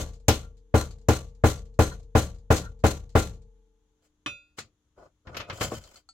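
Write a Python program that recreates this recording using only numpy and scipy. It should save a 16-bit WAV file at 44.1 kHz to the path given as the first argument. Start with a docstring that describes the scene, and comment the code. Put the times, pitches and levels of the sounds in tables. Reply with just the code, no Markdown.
"""A small workshop: a rubber mallet drives a wooden handle onto a tool clamped in a bench vice.
Each blow thumps the bench, knocks in the wood and shakes loose hardware into a short rattle.
Then steel clinks, a hand takes hold, the vice is loosened and the tool scrapes out of its jaws.
Impacts are decaying modes and noise bursts; friction is grainy noise. Air and hum lie underneath."""
import sys
import numpy as np
from scipy import signal
from scipy.fft import rfft, irfft, next_fast_len
from scipy.io import wavfile

SR = 44100
rng = np.random.default_rng(int(sys.argv[2]) if len(sys.argv) > 2 else 0)


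def store_wav(level_fs):
    """Save 16-bit WAV to argv[1]."""
    pcm = np.round(np.clip(np.atleast_2d(level_fs), -1, 1) * 32767)
    wavfile.write(sys.argv[1], SR, pcm.T.astype(np.int16))


N = 270320
T = np.arange(N) / SR
RING_T = T[:int(1.4 * SR)]

# mallet blows: start_s, level_db, crack_db
BLOW_HITS = [(-.058, -2, -20), (0.2822, -2.5, 9.5), (0.741, -1.5, -26.5), (1.0856, -2, 0), (1.438, -1, -30),
             (1.79, -1.5, -7.5), (2.151, -1.5, -38.5), (2.5037, -1.5, -32.5), (2.8386, -2, -15.5),
             (3.1523, -2, -36.5)]
# bench, vice and handle as one body: pitch_hz, level_db, t60_s
BENCH_MODES = [(41.4, -21.5, 0.19), (42.62, -26, 1), (70.8, -19, 0.45), (88.2, -7.5, 0.15),
               (105.9, -17, 0.028), (113, -10.5, 0.18), (174, -31.5, 0.095), (219.8, -21, 0.22),
               (244.9, -16.5, 0.17), (314, -15, 0.17), (386, -27, 0.1), (419, -21.5, 0.2),
               (448.7, -13, 0.11), (502.3, -24.5, 0.204), (548, -30.5, 0.29), (589.3, -13.5, 0.096),
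               (585, -24, 0.17), (648, -27.5, 0.092), (775.6, -19.5, 0.14), (829.5, -19.5, 0.133),
               (878, -24, 0.12), (1024, -25.5, 0.18), (1151, -31.5, 0.29), (1404, -29.5, 0.21),
               (1427, -35, 0.064), (1670, -22, 0.026)]
# dense resonances of wood, vice and room: freq_hz, octave_level_db, t60_s
KNOCK_BANDS = [(63.3, -34.5, 0.58), (248.5, -27.5, 0.2), (550, -25, 0.21), (960, -20, 0.077),
               (1690, -25.5, 0.15), (2400, -31.5, 0.2), (4096, -38.5, 0.21), (7540, -38, 0.044),
               (10000, -49, 0.089), (16070, -37.5, .1)]
# wood slipping on the tang: freq_hz, octave_level_db, t60_s
CRACK_BANDS = [(504.8, -44, .05), (1598, -33.5, .08), (3020, -32, 0.22), (4960, -32.5, 0.18),
               (6600, -19, 0.068), (9200, -31.5, 0.051), (12400, -29, 0.097), (15000, -34.5, .07)]

def mallet(seated_db=8, cushion_db=5, seating_blows=5.4, shared_power=0.72, rattle_db=2.5):
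    """Blows ring bench and wood and throw the hardware; the handle cushions less as it seats."""
    out = np.zeros((2, N))
    bench = ring(BENCH_MODES, spread_hz=1200) * rise(RING_T, 0.00012)
    wood = burst(KNOCK_BANDS)
    parts = ring(HARDWARE_MODES, spread_hz=1400) * undb(-50)
    t = T[:wood.shape[1]]
    rubber_squash = rise(t, 0.003)
    for k, (start_s, level_db, crack_db) in enumerate(BLOW_HITS):
        loss_db = cushion_db * np.exp(-(k / seating_blows) ** 2)
        knock = np.sqrt(shared_power) * wood + np.sqrt(1 - shared_power) * burst(KNOCK_BANDS)
        add(out, start_s, undb(level_db) * shove())
        add(out, start_s, -undb(level_db) * bench)
        add(out, start_s, undb(level_db + seated_db - loss_db) * rubber_squash * knock)
        add(out, start_s, undb(level_db + rattle_db - 0.48 * loss_db) * rattle(t, parts))
        add(out, start_s, undb(crack_db) * burst(CRACK_BANDS) * rise(t, 0.00052))
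    return out


def shove(level_db=-9, length_s=0.0032):
    """The handle jerks down and stops: one swing of pressure."""
    phase = np.pi * T[:int(length_s * SR)] / length_s
    return -undb(level_db) * np.sin(2 * phase) * np.sin(phase)


# loose hardware on the bench: freq_hz, octave_level_db, t60_s
RATTLE_BANDS = [(400, -54, 0.72), (900, -46, 0.36), (1400, -43.5, 0.3), (2340, -48, 0.34),
                (4220, -36.5, 0.29), (5130, -43, 0.29), (6140, -34, 0.31), (8440, -34, 0.24),
                (9300, -44, 0.26), (11900, -38, 0.24), (14000, -46, 0.25), (15120, -41, .2)]
# loose steel parts: pitch_hz, level_db, t60_s
HARDWARE_MODES = [(990, -9, .18), (1378, -2, .2), (1452, -8, .14), (1665, -7, .08), (1925, -8, .06),
                  (2079, -7, .08), (3547, -12, .13), (4166, -4, .16), (6240, -3, .15), (6325, -3, .16),
                  (8240, -4, .13), (11300, -11, .11)]

def rattle(t, parts, lift_s=0.0093, land_s=0.078, settle_s=0.2):
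    """Hardware is thrown up, chatters, swells as it lands and comes to rest."""
    thrown = rise(t, lift_s) * (1 + 1.78 * (1 - np.exp(-(t / 0.024) ** 2)))
    landing = 1 + undb(-6) * np.exp(-((t - land_s) / 0.0068) ** 2)
    settling = 1 / np.sqrt(1 + (t / settle_s) ** 6)
    clatter = burst(RATTLE_BANDS) * grain(len(t), rate_hz=180, depth_db=3)
    steel = chatter(thrown * np.exp(-t / 0.028), parts, rate_hz=1100)
    return clatter * thrown * landing * settling + steel


# plate buzzes: start_s, level_db, length_s
PLATE_BUZZES = [(0.426, -58.5, 0.034), (0.794, -32.5, 0.022), (1.905, -41.5, 0.018), (2.619, -46.5, 0.055)]
# loose plate: pitch_hz, level_db, t60_s
PLATE_MODES = [(1010, -9, .1), (1345, -7, .09), (1382, -3, .13), (1450, -8, .1), (1560, -12, .08),
               (1830, -18, .08), (4166, -15, .08)]

def loose_plate():
    """A plate taps against the shaking bench after some blows."""
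    out = np.zeros((2, N))
    plate = ring(PLATE_MODES, spread_hz=330)
    for start_s, level_db, length_s in PLATE_BUZZES:
        add(out, start_s, undb(level_db) * chatter(RING_T < length_s, plate, rate_hz=650) / 2)
    return out


# ticks of loose parts: start_s, level_db, pin_db
TICK_HITS = [(.134, -56, -73), (0.908, -52.5, -60), (1.579, -52.5, -59), (2.568, -30.5, -57),
             (3.093, -60, -79), (4.588, -35, -64), (5.838, -49.5, -57), (5.958, -52, -52),
             (6.089, -58.5, -47)]
# small steel parts touching: freq_hz, octave_level_db, t60_s
TICK_BANDS = [(1500, -16, .1), (3000, -10, .12), (4500, -2, .14), (5400, -6, .13), (7000, 0, .13),
              (9500, -13, .1), (15000, -22, .08)]
# small steel pin: pitch_hz, level_db, t60_s
PIN_MODES = [(770, -10, .06), (1340, -2, .07), (4265, -4, .1), (4525, 0, .11), (6680, -10, .1),
             (8020, -6, .1)]
# bumps on the vice: start_s, level_db, tilt_db_per_octave, handle_db
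BUMP_HITS = [(4.261, -35, 1, -43.5), (4.583, -38, 1, -40), (5.27, -43, -2.5, -61), (5.345, -37, -1, -55),
             (5.367, -36.5, 4, -37.5), (5.401, -35.5, 2, -64), (5.498, -31, 0, -61),
             (5.609, -25.5, -1.5, -24), (5.641, -40.5, -3.5, -30.5), (5.718, -42, -2.5, -25.5),
             (5.733, -48.5, -5, -30.5)]
# hand and tool against the vice: freq_hz, octave_level_db, t60_s
BUMP_BANDS = [(50.25, -22, 0.48), (102, -5.5, 0.29), (210, -16.5, 0.29), (500, -13.5, 0.23),
              (900, -8.5, 0.11), (1220, -2.5, .15), (1580, -2, 0.11), (2630, -3.5, 0.15),
              (6400, -11, 0.086), (8850, -33, 0.064), (16000, -33, 0.079)]
# hollow knock of the handle: pitch_hz, level_db, t60_s
HANDLE_MODES = [(219.2, -10, 0.2), (324, -3, 0.05), (439, -3, 0.05), (492, -4.5, 0.078),
                (615.6, -4.5, 0.04), (767, -7.5, 0.074), (1113, -7, 0.052)]
# clinks of the bar: start_s, level_db
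BAR_CLINKS = [(4.261, -27.5), (5.399, -46.5)]
# steel bar: pitch_hz, level_db, t60_s
BAR_MODES = [(301, -3, .08), (581, -22, .32), (1130, -4, .07), (1210, -6, .06), (1410, -19, .42),
             (1750, -2, .04), (2950, 0, .025), (3300, -2, .025), (2509, -2, .33), (2512.5, -8, .28),
             (2665, -12, .38), (3095, -8, .13), (3569, -10, .32), (3984, -15, .32), (4651, -28, .48),
             (5857, -15, .22), (6848, -24, .35), (7967, -22, .12), (8845, -42, .45), (10290, -26, .22),
             (13380, -42, .28)]
# blade coming free: start_s, level_db
BLADE_PINGS = [(5.37, -53.5)]
# blade: pitch_hz, level_db, t60_s
BLADE_MODES = [(3120, 16, 0.024), (4680, 6, 0.079), (7130, 6, 0.08), (8010, -23, .08), (11480, 9, 0.11)]

def handling():
    """Loose parts tick; bumps on the vice ring the handle, bar and blade."""
    out = np.zeros((2, N))
    bodies = BAR_MODES, PIN_MODES, HANDLE_MODES, BLADE_MODES
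    bar, pin, handle, blade = (ring(modes, spread_hz=1400) for modes in bodies)
    for start_s, level_db, pin_db in TICK_HITS:
        add(out, start_s, undb(level_db) * burst(TICK_BANDS))
        add(out, start_s, undb(pin_db) * pin)
    for start_s, level_db, tilt, handle_db in BUMP_HITS:
        bump = burst([(hz, db + tilt * np.log2(hz / 1000), t60_s) for hz, db, t60_s in BUMP_BANDS])
        t = T[:bump.shape[1]]
        contact = rise(t, 0.00089) * grain(len(t), rate_hz=280, depth_db=1.5)
        add(out, start_s, undb(level_db) * bump * contact)
        add(out, start_s, undb(handle_db) * handle)
    for start_s, level_db in BAR_CLINKS:
        add(out, start_s, undb(level_db) * bar * pan(left_db=-3.5))
    for start_s, level_db in BLADE_PINGS:
        add(out, start_s, undb(level_db) * blade)
    return out


# gripping, opening the vice, drawing the tool out: start_s, length_s, rub_db, scrape_db
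SLIDE_STROKES = [(4.002, 0.064, -78, -76), (4.565, .02, -58, -42), (4.955, 0.11, -52.5, -75.5),
                 (5.243, 0.097, -47.5, -77), (5.334, 0.11, -45.5, -68), (5.462, .04, -41.5, -65),
                 (5.509, 0.27, -47.5, -51.5), (5.594, 0.054, -36.5, -32), (5.718, 0.017, -44, -42.5),
                 (5.792, .19, -60, -60.5)]
# skin on wood: freq_hz, octave_level_db
RUB_SPECTRUM = [(50, -9), (110, -7.5), (250, -6.5), (550, 4), (1200, -6), (2500, -30.5), (6000, -23),
                (15000, -61)]
# steel in the jaws: freq_hz, octave_level_db
SCRAPE_SPECTRUM = [(800, -10), (2500, -8), (4500, -7), (6000, -2), (7800, 1), (9000, -12.5), (15000, -10)]

def sliding(attack_s=0.026, release_s=0.016, blade_db=-17):
    """The hand rubs the handle; the blade scrapes through the jaws in tiny slips that ring it."""
    rub, scrape = np.zeros((2, N))
    for start_s, length_s, rub_db, scrape_db in SLIDE_STROKES:
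        attack = np.clip((T - start_s) / attack_s, 0, 1) ** 2
        pressure = attack * np.exp(-np.maximum(T - start_s - length_s, 0) / release_s)
        rub += undb(rub_db) * pressure
        scrape += undb(scrape_db) * pressure
    skin = rub * hiss(RUB_SPECTRUM, ripple_db=11.5) * grain(N, rate_hz=150, depth_db=3)
    slips = scrape * hiss(SCRAPE_SPECTRUM, ripple_db=6) * grain(N, rate_hz=130, depth_db=3.5)
    blade = chatter(scrape, ring(BLADE_MODES[:-1], spread_hz=760), rate_hz=190)
    return skin + slips + undb(blade_db) * blade


def dropping_parts(count=2, delay_s=0.19, spread_s=0.12, relative_db=-61, fade_db_per_s=67.5):
    """The last parts drop back after each blow, fainter the later they fall."""
    out = np.zeros((2, N))
    for start_s, blow_db, _ in BLOW_HITS:
        for late_s in spread_s * rng.random(count):
            level_db = blow_db + relative_db - fade_db_per_s * late_s
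            add(out, start_s + delay_s + late_s, undb(level_db) * burst(TICK_BANDS))
    return out


# tools hanging nearby: pitch_hz, level_db, t60_s
TOOL_MODES = [(205, -5.5, 1.6), (301, -3.5, 0.57), (443, -3, 2), (471, 4.5, 1.1), (530, -5, 0.68),
              (845, -27, 3.7), (880, -21, 1.6), (1010, -18, .9)]

def hanging_tools(relative_db=-52, jitter_s=0.004):
    """Each blow shakes the hanging tools, which ring on faintly."""
    out = np.zeros((2, N))
    tools = ring(TOOL_MODES, spread_hz=500)
    for start_s, blow_db, _ in BLOW_HITS:
        add(out, start_s + jitter_s * rng.random(), undb(blow_db + relative_db) * tools)
    return out * grain(N, rate_hz=19, depth_db=0.5)


# still air: freq_hz, octave_level_db
AIR_SPECTRUM = [(25, -81), (55, -74), (120, -83), (400, -87), (680, -93), (1000, -88), (2500, -93),
                (3400, -86), (5000, -94), (6600, -81), (9000, -100), (10300, -92), (11700, -93),
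                (12300, -103)]
# hum: pitch_hz, level_db
HUM_TONES = [(301, -78), (446, -88)]

def room_tone():
    """Still air and a faint hum, both wavering in level."""
    air = hiss(AIR_SPECTRUM, ripple_db=0) * grain(N, rate_hz=18, depth_db=0.74)
    hum = sum(undb(db) * np.sin(2 * np.pi * hz * T) for hz, db in HUM_TONES)
    return air + hum * grain(N, rate_hz=3.9, depth_db=3.5)


def ring(modes, spread_hz):
    """Decaying modes of alternating sign; higher ones differ more in phase between channels."""
    out = np.zeros((2, len(RING_T)))
    for k, (hz, db, t60_s) in enumerate(modes):
        t = RING_T[:int(1.5 * t60_s * SR)]
        skew = np.arctan(hz / spread_hz) / 2 * rng.choice([-1, 1]) * np.array([[1], [-1]])
        out[:, :len(t)] += (-1) ** k * undb(db - 60 * t / t60_s) * np.sin(2 * np.pi * hz * t + skew)
    return out


def burst(bands, size=16384):
    """Dense resonances struck at once; each band decays at its own rate."""
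    hz, spectrum = noise_spectrum(bands, size, ripple_db=2)
    rows, out = np.array(bands), 0
    for selector, t60_s in zip(np.eye(len(rows)), rows[:, 2]):
        band = np.interp(np.log(hz), np.log(rows[:, 0]), selector)
        out += irfft(spectrum * band, size) * undb(-60 * T[:size] / t60_s)
    end_fade = np.minimum(1, 10 * np.linspace(1, 0, size))
    return out * end_fade


def chatter(force, body, rate_hz):
    """Random small impacts, scaled by the force, ring a body."""
    hits = rng.random(len(force)) < rate_hz / SR
    impacts = hits * rng.standard_normal(len(force)) * force
    return signal.fftconvolve(impacts[None], body, axes=1)[:, :len(force)]


def grain(size, rate_hz, depth_db):
    """Randomly wandering gain of rms 1."""
    steps = rng.standard_normal(size // 20)
    gain = undb(depth_db * np.interp(T[:size] * rate_hz, np.arange(len(steps)), steps))
    return gain / np.sqrt(np.mean(gain ** 2))


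def hiss(table, ripple_db):
    """Steady coloured stereo noise."""
    size = next_fast_len(N, True)
    _, spectrum = noise_spectrum(table, size, ripple_db)
    return irfft(spectrum, size)[:, :N]


def noise_spectrum(table, size, ripple_db, coherence_hz=950):
    """Coloured stereo spectrum: channels alike in the bass, unrelated in the treble."""
    hz = bin_hz(size)
    common, *sides = rfft(rng.standard_normal((3, size)))
    coherence = 1 / (1 + (hz / coherence_hz) ** 2)
    noise = np.sqrt(coherence) * common + np.sqrt(1 - coherence) * np.array(sides)
    low_cut = 1 / np.sqrt(1 + (table[0][0] / 2 / hz) ** 4)
    peaks = undb(ripple_db * (1 - coherence) * ripple(hz))
    peaks /= np.sqrt(np.mean(peaks ** 2))
    per_octave = np.sqrt(SR / 2 / (hz * np.log(2)))
    return hz, undb(level_at(table, hz)) * low_cut * peaks * per_octave * noise


PEAKS_AND_DIPS = np.clip(rng.standard_normal(2000), -2, 2)

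def ripple(hz, width_hz=28, damping=0.004):
    """Peaks and dips shared by hard objects in a small room, widening with frequency."""
    index = np.log1p(hz * damping / width_hz) / damping
    return np.interp(index, np.arange(len(PEAKS_AND_DIPS)), PEAKS_AND_DIPS)


def level_at(table, hz):
    """Table level in dB, interpolated over log frequency."""
    rows = np.array(table)
    return np.interp(np.log(hz), np.log(rows[:, 0]), rows[:, 1])


def add(out, start_s, sound):
    """Mix a sound in, trimmed to the scene."""
    offset = int(round(start_s * SR))
    first, end = max(offset, 0), min(offset + sound.shape[-1], N)
    if end > first:
        out[:, first:end] += sound[..., first - offset:end - offset]


def bin_hz(size):
    return np.maximum(np.fft.rfftfreq(size, 1 / SR), 1)


def rise(t, tau_s):
    return 1 - np.exp(-t / tau_s)


def pan(left_db):
    return undb(np.array([[1], [-1]]) * left_db / 2)


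def undb(db):
    return 10 ** (np.asarray(db) / 20)


# left channel over right: freq_hz, level_db
LEFT_BIAS = [(60, 3), (130, 3.5), (250, 1.8), (500, 3), (1000, 1.7), (2000, 2), (4000, 3.5), (8000, 2.5),
             (12000, 6)]

def scene():
    """All sources, placed slightly left."""
    mix = mallet() + loose_plate() + handling() + sliding()
    mix += dropping_parts() + hanging_tools() + room_tone()
    size = next_fast_len(N + SR // 10, True)
    balance = pan(level_at(LEFT_BIAS, bin_hz(size)))
    return irfft(rfft(mix, size) * balance, size)[:, :N]


def record(dry, low_cut_hz=30, high_cut_hz=16000, ceiling=0.7):
    """High-pass, soft clip, steep low-pass."""
    high_pass = signal.butter(1, low_cut_hz, "high", fs=SR, output="sos")
    low_pass = signal.ellip(8, 0.2, 70, high_cut_hz, fs=SR, output="sos")
    rounded = ceiling * np.tanh(signal.sosfilt(high_pass, dry) / ceiling)
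    return signal.sosfilt(low_pass, rounded)


dry = scene()
out = record(dry)
store_wav(out)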